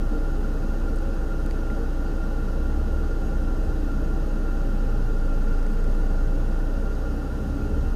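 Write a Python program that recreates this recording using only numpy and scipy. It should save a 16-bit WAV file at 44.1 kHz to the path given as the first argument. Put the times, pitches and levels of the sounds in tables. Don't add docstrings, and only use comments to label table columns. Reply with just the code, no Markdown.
import sys
import numpy as np
from scipy import signal
from scipy.fft import rfft, irfft, next_fast_len
from scipy.io import wavfile
from scipy.ndimage import uniform_filter1d, map_coordinates

SR = 44100
rng = np.random.default_rng(int(sys.argv[2]) if len(sys.argv) > 2 else 0)


def volts(x):
    e = np.asarray(x, float) / 20
    return 10 ** e


def output_pcm(signal):
    pcm = np.clip(np.atleast_2d(signal).T, -1, 1) * 32767
    wavfile.write(sys.argv[1], SR, np.round(pcm).astype(np.int16))


N = 350595

# t/s, firing rate/Hz
SPEED = [(0.0, 29.99), (4.0, 29.955), (4.5, 30.02), (4.9, 29.6), (5.2, 28.38), (5.5, 27.97), (5.8, 28.13),
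         (6.1, 29.36), (6.4, 29.58), (6.7, 30.36), (7.0, 30.95), (7.3, 32.69), (7.6, 31.13), (7.95, 31.07)]
# t/s, rms level/dB
FIRING = [(0, -22), (.6, -23.5), (3.2, -23.5), (4.3, -22.5), (5.3, -20), (6.35, -20.3), (6.8, -24),
          (7.48, -29.5), (7.85, -23)]
# multiple of firing rate, lag/cycles of it, unsteadiness/dB
MULTIPLES = [(2, .13, 1), (3, 0, 2), (3.91, 0, 3)]
# rms level at rest/dB, gain under load/dB, loss per Hz of speed sag/dB
MULTIPLE_LEVELS = [(-35, 2.5, 2), (-53.5, 6.5, 1), (-49.5, 7.5, 1)]
# f/Hz, relative level per Hz/dB
SHUDDER = [(6, -14), (12, -26), (20, -21), (38, -3), (50, 1), (62, -0.5), (73, 1), (80, -2.5), (86, -8),
           (100, -22), (130, -25)]
# t/s, half-length/s, road-noise swell/dB, shudder swell/dB
TRAILER = (7.68, 0.21, 4, 3.5)
# f/Hz, width/Hz, level per Hz/dB
CAB = [(94, 20, -60), (117.4, 25, -57), (153.2, 33, -57), (176.4, 32, -59), (215.9, 34.7, -55),
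       (272, 36, -57.5), (294.5, 47, -57), (343, 43, -70), (366, 23, -65), (418.4, 50, -61),
       (461.6, 25, -59.5), (498, 22, -68.5), (526.3, 38, -63.5), (554, 34.4, -63.5), (587, 16, -73.5),
       (620.7, 44, -68), (645, 48, -71), (724, 69, -75), (781.6, 45, -67), (822, 45, -70), (869.5, 21, -73),
       (903, 27, -76.5), (948, 29, -77), (992, 55, -75.5), (1050, 54, -81.5)]
# f/Hz, width/Hz, level per Hz/dB
DASH = [(1090, 100, -81), (1148, 44, -74.5), (1226, 88, -79), (1250, 32, -74), (1307, 20, -81),
        (1349, 29, -73), (1387.4, 46, -66), (1423, 44, -71), (1468, 28, -70.5), (1503, 44, -77.5),
        (1533, 27, -74.5), (1584, 42, -82.5), (1610, 25, -79.5), (1663, 37, -86), (1716, 93, -85),
        (1763, 78, -81.5), (1835, 70, -82.5), (1900, 120, -88.5), (2016, 54, -88.5), (2063, 30, -90.5),
        (2116, 31, -88), (2190, 67, -90.5), (2290, 43, -93.5), (2352, 25, -89), (2397, 25, -92),
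        (2470, 37, -96), (2550, 36, -84), (2603, 40, -87)]
# f/Hz, width/Hz, level per Hz before ripple/dB
VENT = [(2697, 43, -83.5), (2840, 260, -89.5), (3130, 210, -91.5), (3260, 72, -89), (3427, 160, -92.5),
        (3560, 257, -99.5), (3780, 190, -93), (3870, 299, -100), (3970, 210, -96), (4160, 89, -91.5),
        (4290, 120, -93.5), (4500, 142, -99), (4614, 78, -89.5), (4680, 52, -91), (4850, 190, -93),
        (4995, 105, -94), (5050, 61, -94), (5170, 85, -91.5), (5320, 200, -95), (5532, 57, -99),
        (5680, 262, -93.5), (5900, 98, -101), (6050, 170, -96), (6240, 67, -92), (6430, 269, -98),
        (6542, 37, -90.5), (6670, 160, -91.5), (6830, 71, -98.5), (6960, 198, -99)]
# f/Hz, width/Hz, level per Hz before ripple/dB
GRILLE = [(7460, 790, -101), (7970, 238, -103), (8230, 240, -97), (8521, 129, -102), (8757, 70, -103),
          (9105, 650, -102), (9899, 120, -101), (10100, 160, -101), (10840, 620, -106), (11504, 66, -106),
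          (11700, 76, -105), (12600, 370, -104), (12851, 301, -107), (14368, 198, -108)]
# f/Hz, t60/s, relative level/dB
TRIM_MODES = [(1950, .01, 0), (2350, .007, -3), (3200, .004, -7), (4600, .008, 0), (5600, .004, -5),
              (6600, .005, -2), (8000, .005, 0), (9800, .004, 0), (11500, .003, -2), (13500, .003, -3)]
# t/s, nominal level of strongest mode/dB, centre f/Hz, spread/octaves
TICKS = [(.960, -43, 8500, .55), (.964, -44, 9500, .6), (.9868, -41, 6500, .6), (1.4625, -41, 8800, 1.2),
         (1.510, -33, 3200, 1.05), (1.7012, -30, 2050, .22)]
# start t/s, length/s, from f/Hz, to f/Hz, rms level before fade/dB
CARS = [(2.54, .58, 60.5, 72, -26), (7.6, .7, 70.5, 73.5, -31)]
# peak t/s, half-length/s, nominal level of its bright clicks/dB
BUZZ = (5.75, .26, -50)
# start t/s, length/s, from f/Hz, to f/Hz, rms level/dB
SQUEAK = (7.56, .1, 1900, 2850, -65.5)

IDLE_HZ = 30
FIRST_TURN_CYCLES = .19
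LOAD_S, LOAD_RISE_S = 4.7, .27
LAG_CYCLES_PER_HZ = .2
MESH_MULTIPLE, PANEL_HZ, PANEL_WIDTH_HZ = 11, 330, 5.4
MESH_DB, MESH_LOAD_DB = -43, -1
SHUDDER_DB, SHUDDER_DRIFT_DB = -35.5, 2.3
CAB_SPLIT_HZ = 420
FIZZ_DB_PER_HZ, FIZZ_FROM_HZ, RIPPLE_DB = -104.5, 2000, 1.7
WHISTLE_HZ, WHISTLE_HZ_PER_HZ, WHISTLE_DB = 1396, 4, -54
CAR_ATTACK_S, CAR_RELEASE_S, CAR_FADE_DB = .07, .1, 5
TOP_HZ = 15060


def unit(x):
    return x / np.sqrt(np.mean(x ** 2))


def curves(rows):
    s, *columns = np.transpose(rows)
    return [np.interp(np.arange(N) / SR, s, column) for column in columns]


def wobble(knots_per_s):
    knots = rng.standard_normal(int(N * knots_per_s / SR) + 4)
    return map_coordinates(knots, [np.arange(N) * knots_per_s / SR])


def bell(centre_s, half_s):
    return ((np.arange(N) / SR - centre_s) / half_s) ** 2


def noise(gain):
    m = next_fast_len(N + 8192)
    spectrum = rfft(rng.standard_normal(m)) * gain(np.fft.rfftfreq(m, 1 / SR))
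    return irfft(spectrum, m)[:N] * np.sqrt(SR / 2)


def resonant(modes, hz):
    power = 0
    for centre, width, db in modes:
        damping = (hz * width) ** 2
        power = power + (volts(db) * damping / ((centre * centre - hz * hz) ** 2 + damping)) ** 2
    return np.sqrt(power)


def sine(cycles, db):
    return np.sqrt(2) * volts(db) * np.cos(2 * np.pi * cycles)


def tone(hz, db):
    return sine(np.cumsum(hz) / SR, db)


def glide(start, length, from_hz, to_hz, db, attack, release, fade_db=0):
    t = np.arange(N) / SR - start
    shape = np.clip(np.minimum(t / attack, (length - t) / release), 1e-5, 1)
    done = np.clip(t / length, 0, 1)
    return from_hz + (to_hz - from_hz) * done, db - fade_db * done + 20 * np.log10(shape)


def click(centre_hz, octaves):
    t = np.arange(SR // 50) / SR
    ring = np.zeros(len(t))
    for hz, t60, db in TRIM_MODES:
        reach_db = -6 * (np.log2(hz / centre_hz) / octaves) ** 2
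        decay_db = db + reach_db + rng.standard_normal() - 60 * t / t60
        ring += volts(decay_db) * np.sin(2 * np.pi * (hz * t + rng.random()))
    return (1 - np.exp(-t * centre_hz)) * ring


def load_curve():
    return curves([(LOAD_S, 0), (LOAD_S + LOAD_RISE_S, 1)])[0]


def trailer_gain(swell_db, drift_db):
    return volts(swell_db * np.exp(-bell(*TRAILER[:2])) + drift_db)


def firing_tones(turns, speed):
    load = load_curve()
    sag_hz = np.clip(IDLE_HZ - speed, 0, None)
    speed_lag = LAG_CYCLES_PER_HZ * abs(speed - IDLE_HZ)
    out = sine(turns, curves(FIRING)[0] + .5 * wobble(7))
    for (multiple, lag, rough_db), (rest_db, gain_db, loss_db) in zip(MULTIPLES, MULTIPLE_LEVELS):
        db = rest_db + gain_db * load - loss_db * sag_hz + rough_db * wobble(5)
        out += sine(multiple * turns - lag - speed_lag, db)
    return out


def gear_mesh(turns, speed):
    near_db = -6 * ((MESH_MULTIPLE * speed - PANEL_HZ) / PANEL_WIDTH_HZ) ** 2
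    wander_cycles = .35 * wobble(1.6)
    db = MESH_DB + MESH_LOAD_DB * load_curve() + near_db + .51 * wobble(7)
    return sine(MESH_MULTIPLE * turns - wander_cycles, db)


def body_shudder():
    f, level_db = np.transpose(SHUDDER)
    gain = lambda hz: volts(np.interp(np.log(hz + 1), np.log(f + 1), level_db, -90, -90))
    drift_db = SHUDDER_DRIFT_DB * wobble(2.04)
    return volts(SHUDDER_DB) * trailer_gain(TRAILER[3], drift_db) * unit(noise(gain))


def cab_rush():
    low = noise(lambda hz: resonant(CAB, hz) * (hz < CAB_SPLIT_HZ))
    mid = noise(lambda hz: resonant(CAB + DASH, hz) * (hz >= CAB_SPLIT_HZ))
    return low * trailer_gain(TRAILER[2], .53 * wobble(1.96)) + mid


def vent_jets():
    ripple = rng.standard_normal(SR // 2)
    for _ in range(2):
        ripple = uniform_filter1d(ripple, size=30)
    ripple = unit(ripple)

    def gain(hz):
        jets = np.hypot(resonant(VENT + GRILLE, hz), volts(FIZZ_DB_PER_HZ) * (hz > FIZZ_FROM_HZ))
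        return jets * volts(RIPPLE_DB * np.interp(hz, np.arange(SR // 2), ripple))
    return noise(gain)


def blower_whistle(speed):
    follow_hz = WHISTLE_HZ_PER_HZ * np.minimum(speed - IDLE_HZ, .5)
    return tone(WHISTLE_HZ + follow_hz + 2.66 * wobble(10), WHISTLE_DB + 2.2 * wobble(16))


def trim_ticks():
    out = np.zeros(N + SR)
    for s, db, hz, octaves in TICKS:
        out[round(s * SR):][:SR // 50] += volts(db) * click(hz, octaves)
    return out[:N]


def car_hums():
    out = np.zeros(N)
    for car in CARS:
        hz, db = glide(*car, CAR_ATTACK_S, CAR_RELEASE_S, CAR_FADE_DB)
        out += tone(hz, db + wobble(8))
    return out


def trim_buzz(turns):
    out = np.zeros(N + SR)
    buzz_db = BUZZ[2] - 6 * bell(*BUZZ[:2])
    for i in np.flatnonzero(np.diff(np.floor(turns - .78))):
        strike = click(8000, octaves=.8) + volts(8) * click(2050, octaves=.25)
        out[i:][:SR // 50] += volts(buzz_db[i] + rng.normal(0, 1.5)) * strike
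    return out[:N]


def trailer_squeak():
    hz, db = glide(*SQUEAK, attack=.025, release=.025)
    return tone(hz + 160 * wobble(400), db + 5 * wobble(200))


def scene():
    speed = curves(SPEED)[0]
    turns = FIRST_TURN_CYCLES + np.cumsum(speed) / SR
    engine = firing_tones(turns, speed) + gear_mesh(turns, speed) + body_shudder()
    blower = cab_rush() + vent_jets() + blower_whistle(speed)
    trim = trim_ticks() + trim_buzz(turns)
    traffic = car_hums() + trailer_squeak()
    return (engine + blower + trim + traffic)[None]


def roll_off(x):
    return signal.sosfilt(signal.butter(12, 15760, fs=SR, output="sos"), x)


def record(dry):
    taps = signal.firwin(501, TOP_HZ, fs=SR)
    wide = np.pad(dry, ((0, 0), (250, 250)), "reflect", reflect_type="odd")
    mix = signal.fftconvolve(wide, taps[None], "valid")
    return roll_off(mix)


dry = scene()
out = record(dry)
output_pcm(out)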